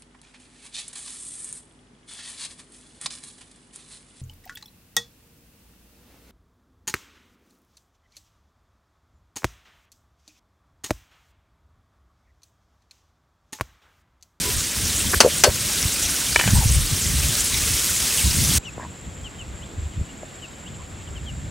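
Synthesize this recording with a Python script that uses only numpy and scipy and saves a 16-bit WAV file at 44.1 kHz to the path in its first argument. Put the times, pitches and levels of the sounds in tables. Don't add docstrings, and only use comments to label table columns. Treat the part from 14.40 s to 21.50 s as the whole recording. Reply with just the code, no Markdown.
import sys
import numpy as np
from scipy import signal
from scipy.fft import rfft, irfft, next_fast_len
from scipy.io import wavfile
from scipy.ndimage import uniform_filter1d, minimum_filter1d

SR = 44100
rng = np.random.default_rng(int(sys.argv[2]) if len(sys.argv) > 2 else 0)


def generate_wav(signal):
    frames = np.transpose(np.atleast_2d(signal))
    scaled = np.clip(frames, -1, 1) * 32767
    pcm = np.round(scaled).astype(np.int16)
    wavfile.write(sys.argv[1], SR, pcm)


def gain_from_db(level_db):
    decades = np.asarray(level_db, float) / 20
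    return 10 ** decades


N = 313110

SCENE_CHANGE_S = 4.184

# time_s, level_db
PAN_HEAT = [
    (0.0, -24.5),
    (0.4, -24),
    (2.7, -23),
    (3.05, -22.5),
    (4.17, -20.5),
]
# freq_hz, density_db
FRY_SPECTRUM = [(250, 0), (490, -7.5), (800, -12.5), (1600, -7), (3500, -4), (4500, -4.5), (5400, -2.5),
                (9200, -2.5), (9700, -7), (10500, -6), (11900, -8), (12400, -13.5), (14300, -14.5),
                (15000, -11), (15600, -12)]
# freq_hz, side_over_mid_db
FRY_WIDTH = [(200, -20), (500, -10.5), (800, -8.5), (1200, -28), (3300, -23), (4500, -22.5), (8800, -51),
             (9400, -0.5), (10200, 0), (10800, -33), (15000, -26)]
BRIGHTER_DB_PER_OCTAVE_PER_DB = 0.25
# start_s, peak_db, pitch_hz
FAT_SPITS = [(0.6204, -9, 8450), (0.7472, -6, 10700), (0.9444, -12, 9120), (1.2074, -10, 8710),
             (1.4282, -5, 6270), (2.1074, -7, 6820), (2.3244, -9, 7930), (2.4634, -9, 8550),
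             (2.8854, -9, 7240), (2.9537, -7, 5490), (3.3947, -10, 6670), (3.4446, -7, 6980),
             (3.7738, -6, 9280)]

# start_s, peak_db
RIM_KNOCKS = [
    (0.8038, 4),
    (0.8095, -3),
    (1.0372, 4),
    (1.0424, -2),
]
# pitch_hz, level_db, t60_s
RIM_MODES = [(588, 1, 0.052), (1544, -6.5, 0.13), (1920, -10, 0.023), (2770, -8, 0.027), (4050, -15, .05),
             (4440, -6.5, 0.16), (5000, 6.5, 0.022), (5600, -11, 0.096), (5960, 7.5, 0.031),
             (6740, -5, 0.064), (8300, 0, 0.041), (9800, -4.5, 0.036)]
# start_s, peak_db
HANDLE_RATTLES = [
    (0.837, -14),
    (0.847, 0),
    (0.861, -3),
    (0.874, -11),
    (0.881, -18),
    (1.051, -13),
    (1.063, -8),
    (1.070, -9),
    (1.077, -4),
]
HANDLE_HZ, HANDLE_T60_S = 530, 0.013
# start_s, peak_db
SPOON_LANDINGS = [
    (1.9598, 3.5),
    (1.992, -6),
    (1.997, -3),
]
# start_s, peak_db
SPOON_SETTLES = [
    (2.011, -14),
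    (2.039, -17),
    (2.076, -11),
    (2.084, -26),
]
# pitch_hz, level_db, t60_s
SPOON_MODES = [(420, -12, .018), (960, -6, .028), (1250, -8, .016), (1770, 1, .022), (2030, -7, .016),
               (2330, 2, .022), (2700, -6, .016), (2990, -13, .22), (3410, -23, .08), (4040, -16, .04),
               (4780, -18, .02)]
# freq_hz, density_db
CRACK_SPECTRUM = [(150, -26), (250, -2.5), (1160, -3.5), (1640, -2), (2320, -9.5), (2670, -4), (3710, -11),
                  (4990, -6.5), (8550, -11), (16000, -32)]
# start_s, length_s, rms_db, centre_hz, width_hz
RUB_NOISES = [(0.024, 0.12, -39, 992, 25), (0.049, 0.065, -32.5, 400, 120),
              (0.73, 0.019, -15.5, 1730, 1480), (0.734, 0.015, -17.5, 365, 300),
              (0.81, 0.065, -21, 930, 900), (1.06, 0.056, -31, 940, 905), (.85, 0.028, -13, 510, 200),
              (1.055, 0.047, -17, 483, 250), (1.985, 0.11, -30, 2040, 1220),
              (2.071, 0.054, -30.5, 1700, 1500), (2.133, 0.069, -32, 940, 300), (2.2, 0.049, -30, 867, 300),
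              (4.38, 0.04, -41, 1027, 150), (4.399, 0.076, -40, 1000, 250),
              (4.385, 0.08, -43.5, 1800, 1000), (5.663, 0.08, -54, 2900, 500),
              (6.365, 0.075, -50, 1070, 200)]

# start_s, length_s, middle_hz, peak_db
FALLING_PEEPS = [
    (4.245, 0.054, 2760, -40),
    (4.838, 0.043, 2970, -41.5),
    (4.983, 0.046, 2880, -43),
    (5.51, .03, 3020, -58),
    (5.98, 0.024, 3100, -57),
    (6.016, 0.044, 2830, -42.5),
    (6.33, .025, 2930, -57),
    (6.667, .02, 3040, -50),
    (6.751, .036, 2950, -46.5),
    (6.857, 0.051, 3020, -42.5),
]
# start_s, length_s, middle_hz, peak_db
RISING_PEEPS = [
    (4.226, .022, 2700, -51),
    (4.251, .011, 3350, -47),
    (4.303, .04, 5600, -63),
    (5.215, .03, 3170, -47),
    (6.255, .03, 3020, -46),
]
# start_s, length_s, middle_hz, peak_db
LEVEL_PEEPS = [
    (5.64, .03, 2950, -58),
    (5.685, .025, 2850, -55),
    (6.535, .015, 3500, -57),
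    (6.9, .1, 3800, -66),
]
FALL_OCTAVES, RISE_OCTAVES, LEVEL_OCTAVES = -.31, .38, -.04
SWELL_DB, SWELL_AT = 8.0, .6
BEND = 0.5
NEAR_OCTAVE_DB, FAR_OCTAVE_DB = -13, -34
# start_s, peak_db, pitch_hz, t60_s
CLUCKS_AND_PECKS = [
    (4.376, -34, 683, 0.013),
    (4.38, -18.5, 557, 0.0047),
    (4.398, -22, 830, 0.0038),
    (4.4, -35, 1030, 0.0063),
    (4.415, -38, 1140, 0.0074),
    (4.431, -29, 705, 0.013),
    (4.45, -25, 985, 0.0073),
    (5.336, -29, 342, 0.0098),
    (5.832, -24, 610, 0.022),
]

# start_s, peak_db, pitch_hz, t60_s
WIND_BUFFETS = [(0.765, -13, 67.3, 0.05), (1.083, -7, 78.1, 0.036), (1.452, -9.5, 89, 0.03),
                (2.057, -12, 121, 0.1), (2.114, -22, 102, 0.066), (2.133, -7, 140, 0.065),
                (2.148, -12, 89, 0.075), (2.257, -6, 72, 0.06), (5.382, -18, 82, 0.058),
                (5.423, -22, 76, 0.13), (5.577, -12, 61.9, 0.026), (5.61, -13.5, 94.5, 0.029)]
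# start_s, hold_s, level_db, flutter_over_deep_db
GUSTS_AT_FIRE = [(0.07, .1, -28.5, -11), (0.4, 0.08, -33, 2.5), (0.61, 0.06, -31.5, 3.5),
                 (0.756, .03, -35, 1), (0.863, 0.17, -35, 7), (1.082, .03, -36, 16.5),
                 (1.184, 0.081, -38.5, 9), (1.44, 0.021, -33, -6), (1.573, 0.11, -38.5, -8),
                 (1.94, 0.026, -27.5, -11), (2.073, 0.028, -29.5, 10), (2.147, 0.027, -12.5, -2),
                 (2.205, .23, -15, -11.5), (2.532, 0.011, -25.5, 5), (2.692, .19, -21, -3),
                 (2.97, 0.23, -32.5, -7.5), (3.24, 0.11, -27, -3.5), (3.49, 0.16, -37.5, -5),
                 (3.857, 0.03, -24, -4), (3.973, 0.058, -24.5, 6), (4.099, 0.033, -26, 6),
                 (4.155, 0.013, -19.5, -8)]
# start_s, hold_s, level_db, flutter_over_deep_db
GUSTS_IN_YARD = [(4.25, 0.31, -42.5, 4), (4.64, 0.092, -39.5, 3.5), (4.81, 0.083, -36.5, -7),
                 (4.982, .03, -35.5, -2), (5.096, 0.054, -35.5, -14), (5.22, .02, -36, 3),
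                 (5.355, 0.1, -33.5, -9), (5.575, 0.035, -32.5, 2), (5.76, 0.11, -48, 6),
                 (6.298, 0.026, -47, 15), (6.4, .02, -36.5, -4), (6.505, 0.28, -39.5, 3),
                 (6.71, 0.14, -33, -2), (6.917, .15, -33, 1)]
# freq_hz, density_db
WIND_SPECTRUM = [(12, -46), (20, -5), (53, 0.5), (75, 4.5), (114, -6), (145, -8), (184, -14.5), (307, -26),
                 (520, -44), (600, -34), (780, -71), (1320, -120)]
BREEZE_FIRE_DB, BREEZE_YARD_DB = -43, -53
GUST_RISE_DB_PER_S, GUST_FALL_DB_PER_S = 258, 208

# freq_hz, density_db
YARD_SPECTRUM = [(200, -0.5), (400, -7), (1000, -14), (2400, -16), (3400, -17.5), (4500, -22.5),
                 (6000, -25), (9000, -24.5), (9600, -39), (10200, -31), (12300, -34), (12900, -43),
                 (15800, -41), (16300, -60)]
# freq_hz, side_over_mid_db
YARD_WIDTH = [(200, -13), (400, -6), (800, -2), (1500, -1.5), (2600, -7.5), (4000, -16.5), (5000, -38),
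              (9200, -30), (9900, -3), (10600, -30), (15000, -40)]
# freq_hz, density_db
INSECT_SPECTRUM = [(3650, -51), (6200, -62), (6500, 0.5), (7100, 11), (7470, 15), (7860, 8), (8250, -7),
                   (9400, -58), (12200, -53), (20700, -120)]
AIR_DB, INSECT_DB = -41.5, -48.5


def rms_one(x):
    return x / np.sqrt(np.mean(x ** 2) + 1e-20)


def in_time(rows):
    time_s, *columns = np.transpose(rows)
    return [np.interp(np.arange(N) / SR, time_s, column) for column in columns]


def at_hz(points, hz):
    points = np.array(points)
    return np.interp(np.log(hz), np.log(points[:, 0]), points[:, 1])


def drift(rate_hz):
    pole = np.exp(-80 * np.pi * rate_hz / SR)
    noise = rng.standard_normal(N // 40 + 2002)
    slow = signal.lfilter([1], [1, -2 * pole, pole * pole], noise)[2000:]
    return np.interp(np.arange(N) / 40, np.arange(len(slow)), rms_one(slow))


def ring(clicks, hz, t60_s):
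    radius = gain_from_db(-60 / (max(t60_s, 1e-3) * SR))
    angle = 2 * np.pi * hz / SR
    return signal.lfilter([0, np.sin(angle)], [1, -2 * radius * np.cos(angle), radius * radius], clicks + 1e-18)


def coloured(mid, spectrum, width, band_db, count=12):
    size = next_fast_len(N)
    hz = np.maximum(np.arange(size // 2 + 1) * SR / size, 1)
    pair = rfft([rms_one(mid), rng.standard_normal(N)], size) * gain_from_db(at_hz(spectrum, hz))
    pair[1] *= gain_from_db(at_hz(width, hz))
    pair /= np.sqrt(np.mean(irfft(pair[0], size) ** 2))
    centres_hz = np.geomspace(spectrum[0][0], spectrum[-1][0], count)
    out = 0
    for k, centre_hz in enumerate(centres_hz):
        share = np.interp(np.log(hz), np.log(centres_hz), np.arange(count) == k)
        out = out + irfft(pair * share, size)[:, :N] * gain_from_db(band_db(centre_hz))
    return np.array([out[0] + out[1], out[0] - out[1]])


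def single_rings(rows, soft_s, swelling=False):
    out = np.zeros(N)
    push = np.hanning(round(soft_s * SR) + 3)
    for start_s, db, hz, t60_s in rows:
        at = round(start_s * SR)
        contact = np.zeros(min(SR // 8, N - at))
        contact[:len(push)] = push
        tone = ring(contact, hz, t60_s)
        if swelling:
            tone = ring(tone, hz, t60_s)
        out[at:at + len(tone)] += gain_from_db(db) * tone / np.abs(tone).max()
    return out


def struck(hits, modes, scatter_s, damping, ring_db, crack_db, crack_s, spray_share=0.31):
    out = np.zeros((2, N))
    t = np.arange(SR // 4) / SR
    hz_axis = np.maximum(np.arange(len(t) // 2 + 1) * SR / len(t), 1)
    crack_gain = gain_from_db(at_hz(CRACK_SPECTRUM, hz_axis))
    for start_s, db in hits:
        spray = spray_share * rng.standard_normal(len(t)) * np.exp(-t / scatter_s)
        spray[0] += 1
        body = 0
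        for k, (hz, level_db, t60_s) in enumerate(modes):
            body = body + (-1) ** k * gain_from_db(level_db) * ring(spray, hz, min(t60_s, .25) * damping)
        mid, side = rms_one(irfft(rfft(rng.standard_normal((2, len(t)))) * crack_gain, len(t)))
        dying = np.exp(-t / crack_s) + gain_from_db(-13) * np.exp(-t / (3.45 * crack_s))
        crack = (mid + .3 * side * np.array([[1], [-1]])) * dying
        out[:, round(start_s * SR):][:, :len(t)] += gain_from_db(db) * (gain_from_db(ring_db) * body + gain_from_db(crack_db) * crack)
    return out


def frying():
    level_db, = in_time(PAN_HEAT)
    tilt_db = 0.13 + BRIGHTER_DB_PER_OCTAVE_PER_DB * (level_db + 24.5)
    sizes = gain_from_db(1.2 * np.minimum(rng.exponential(1, N), 5)) * rng.choice([-1, 1], N)
    bursts_per_s = 6000 * gain_from_db(1.5 * drift(25))
    bursts = sizes * (rng.random(N) < bursts_per_s / SR)
    splash = rng.standard_normal(66) * np.exp(-np.arange(66) / 18)
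    snaps = np.convolve(sizes * (rng.random(N) < 60 / SR), splash / np.linalg.norm(splash))[:N]
    mix = rms_one(bursts) + 0.76 * rng.standard_normal(N) + 2.8 * snaps
    together_db = 0.64 * drift(2.8)

    def band_db(hz):
        jets_db = 1.5 * np.clip(drift(20), 0, 2.2) ** 2
        return level_db - .6 + tilt_db * np.log2(hz / 6000) + together_db + jets_db

    return coloured(mix, FRY_SPECTRUM, FRY_WIDTH, band_db, count=22)


def fat_spits():
    return single_rings([(s, db - .3, hz, 4.0 / hz) for s, db, hz in FAT_SPITS], 0, swelling=True)


def rim_knocks():
    rattles = [(s, db, HANDLE_HZ * rng.uniform(0.85, 1.14), HANDLE_T60_S) for s, db in HANDLE_RATTLES]
    rim = struck(RIM_KNOCKS, RIM_MODES, 0.002, 0.78, ring_db=-16, crack_db=-4.0, crack_s=0.0076)
    return rim + single_rings(rattles, 0.00013, swelling=True)


def spoon_laid():
    landing = struck(SPOON_LANDINGS, SPOON_MODES, .002, .9, ring_db=-9, crack_db=-15, crack_s=.003,
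                     spray_share=.08)
    return landing + struck(SPOON_SETTLES, SPOON_MODES, .003, .4, ring_db=-8, crack_db=-10, crack_s=.003)


def rubs():
    out = np.zeros(N)
    for start_s, length_s, db, hz, width_hz in RUB_NOISES:
        noise = rng.standard_normal(SR // 4)
        t60_s = 3.5 / width_hz
        tone = ring(ring(noise, hz, t60_s), hz, t60_s)[2000:2000 + round(length_s * SR)]
        out[round(start_s * SR):][:len(tone)] += gain_from_db(db) * rms_one(tone) * np.sqrt(np.hanning(len(tone)))
    return out


def chicks():
    out = np.zeros(N)
    calls = [(*row, FALL_OCTAVES) for row in FALLING_PEEPS]
    calls += [(*row, RISE_OCTAVES) for row in RISING_PEEPS]
    calls += [(*row, LEVEL_OCTAVES) for row in LEVEL_PEEPS]
    for k, (start_s, length_s, hz, db, glide_octaves) in enumerate(calls):
        t = np.arange(-.004, length_s + 0.0058, 1 / SR)
        along = t / length_s
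        bent = along - .5 + BEND * (along ** 2 - along)
        phase = 2 * np.pi * np.cumsum(hz * 2 ** (glide_octaves * bent)) / SR
        swell_db = db + 6.5 - SWELL_DB * (2 * (along - SWELL_AT)) ** 2
        shape = gain_from_db(swell_db) * signal.windows.tukey(len(t), .4)
        octave = gain_from_db((FAR_OCTAVE_DB if k else NEAR_OCTAVE_DB) + 4 - 20 * along ** 2)
        call = shape * (np.sin(phase) + octave * np.sin(2 * phase))
        out[round((start_s + t[0]) * SR):][:len(t)] += call
    return out + gain_from_db(-13) * np.roll(out, round(0.008 * SR))


def clucks_and_pecks():
    return single_rings(CLUCKS_AND_PECKS, 0.00037)


def wind_buffets():
    return single_rings(WIND_BUFFETS, 0.0025)


def wind():
    t = np.arange(0, N, 32) / SR
    deep_db = upper_db = np.where(t < SCENE_CHANGE_S, BREEZE_FIRE_DB, BREEZE_YARD_DB)
    for start_s, hold_s, db, flutter_db in GUSTS_AT_FIRE + GUSTS_IN_YARD:
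        before_db = GUST_RISE_DB_PER_S * (start_s - t)
        after_db = GUST_FALL_DB_PER_S * (t - start_s - hold_s)
        gust_db = db - np.maximum(0, np.maximum(before_db, after_db))
        gust_db[(t < SCENE_CHANGE_S) != (start_s < SCENE_CHANGE_S)] = -99
        deep_db = np.maximum(deep_db, gust_db)
        upper_db = np.maximum(upper_db, gust_db + flutter_db)
    deep_db, upper_db = in_time(np.transpose([t, deep_db, upper_db]))
    lumps_db = 3.37 * drift(13.4)

    def band_db(hz):
        return (deep_db + 0.29 if hz < 95 else upper_db + 5.5) + lumps_db

    return coloured(rng.standard_normal(N), WIND_SPECTRUM, [(40, -17), (70, -12), (300, -13)], band_db, count=6)


def insects():
    throb = gain_from_db(2.0 * drift(180) + 0.59 * drift(5.7)) * rng.standard_normal(N)
    return coloured(throb, INSECT_SPECTRUM, [(6000, -37), (9000, -27)],
                    lambda hz: INSECT_DB + 0.34 * drift(21), count=3)


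def yard_air():
    return coloured(rng.standard_normal(N), YARD_SPECTRUM, YARD_WIDTH,
                    lambda hz: AIR_DB + 0.96 * drift(19), count=7)


def scene():
    at_fire = np.clip((SCENE_CHANGE_S - np.arange(N) / SR) / .003, 0, 1)
    rim_pan = gain_from_db(np.array([[.8], [-.8]]))
    chick_pan = gain_from_db(np.array([[1.5], [-1.5]]))
    backgrounds = frying() * at_fire + (insects() + yard_air()) * (1 - at_fire) + wind()
    centred = fat_spits() + rubs() + clucks_and_pecks() + wind_buffets()
    return backgrounds + centred + spoon_laid() + rim_knocks() * rim_pan + chicks() * chick_pan


def low_pass(x):
    return signal.sosfilt(signal.butter(12, 15940, fs=SR, output="sos"), x)


def record(dry):
    dry = signal.sosfilt(signal.butter(3, 42, "high", fs=SR, output="sos"), dry)
    dry = signal.sosfilt(signal.ellip(12, .5, 60, 15800, fs=SR, output="sos"), dry)
    over_db = np.maximum(20 * np.log10(np.abs(dry).max(axis=0) + 1e-9) + 0.25, 0)
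    ahead = round(0.019 * SR)
    recovery_db = 120 * np.arange(N) / SR
    peak_db = -minimum_filter1d(-over_db, 2 * ahead)
    held_db = np.maximum.accumulate(peak_db + recovery_db) - recovery_db
    duck_db = uniform_filter1d(held_db, ahead)
    mix = np.clip(dry * gain_from_db(-.4 * duck_db), -1, 1)
    return low_pass(mix)


dry = scene()
out = record(dry)
generate_wav(out)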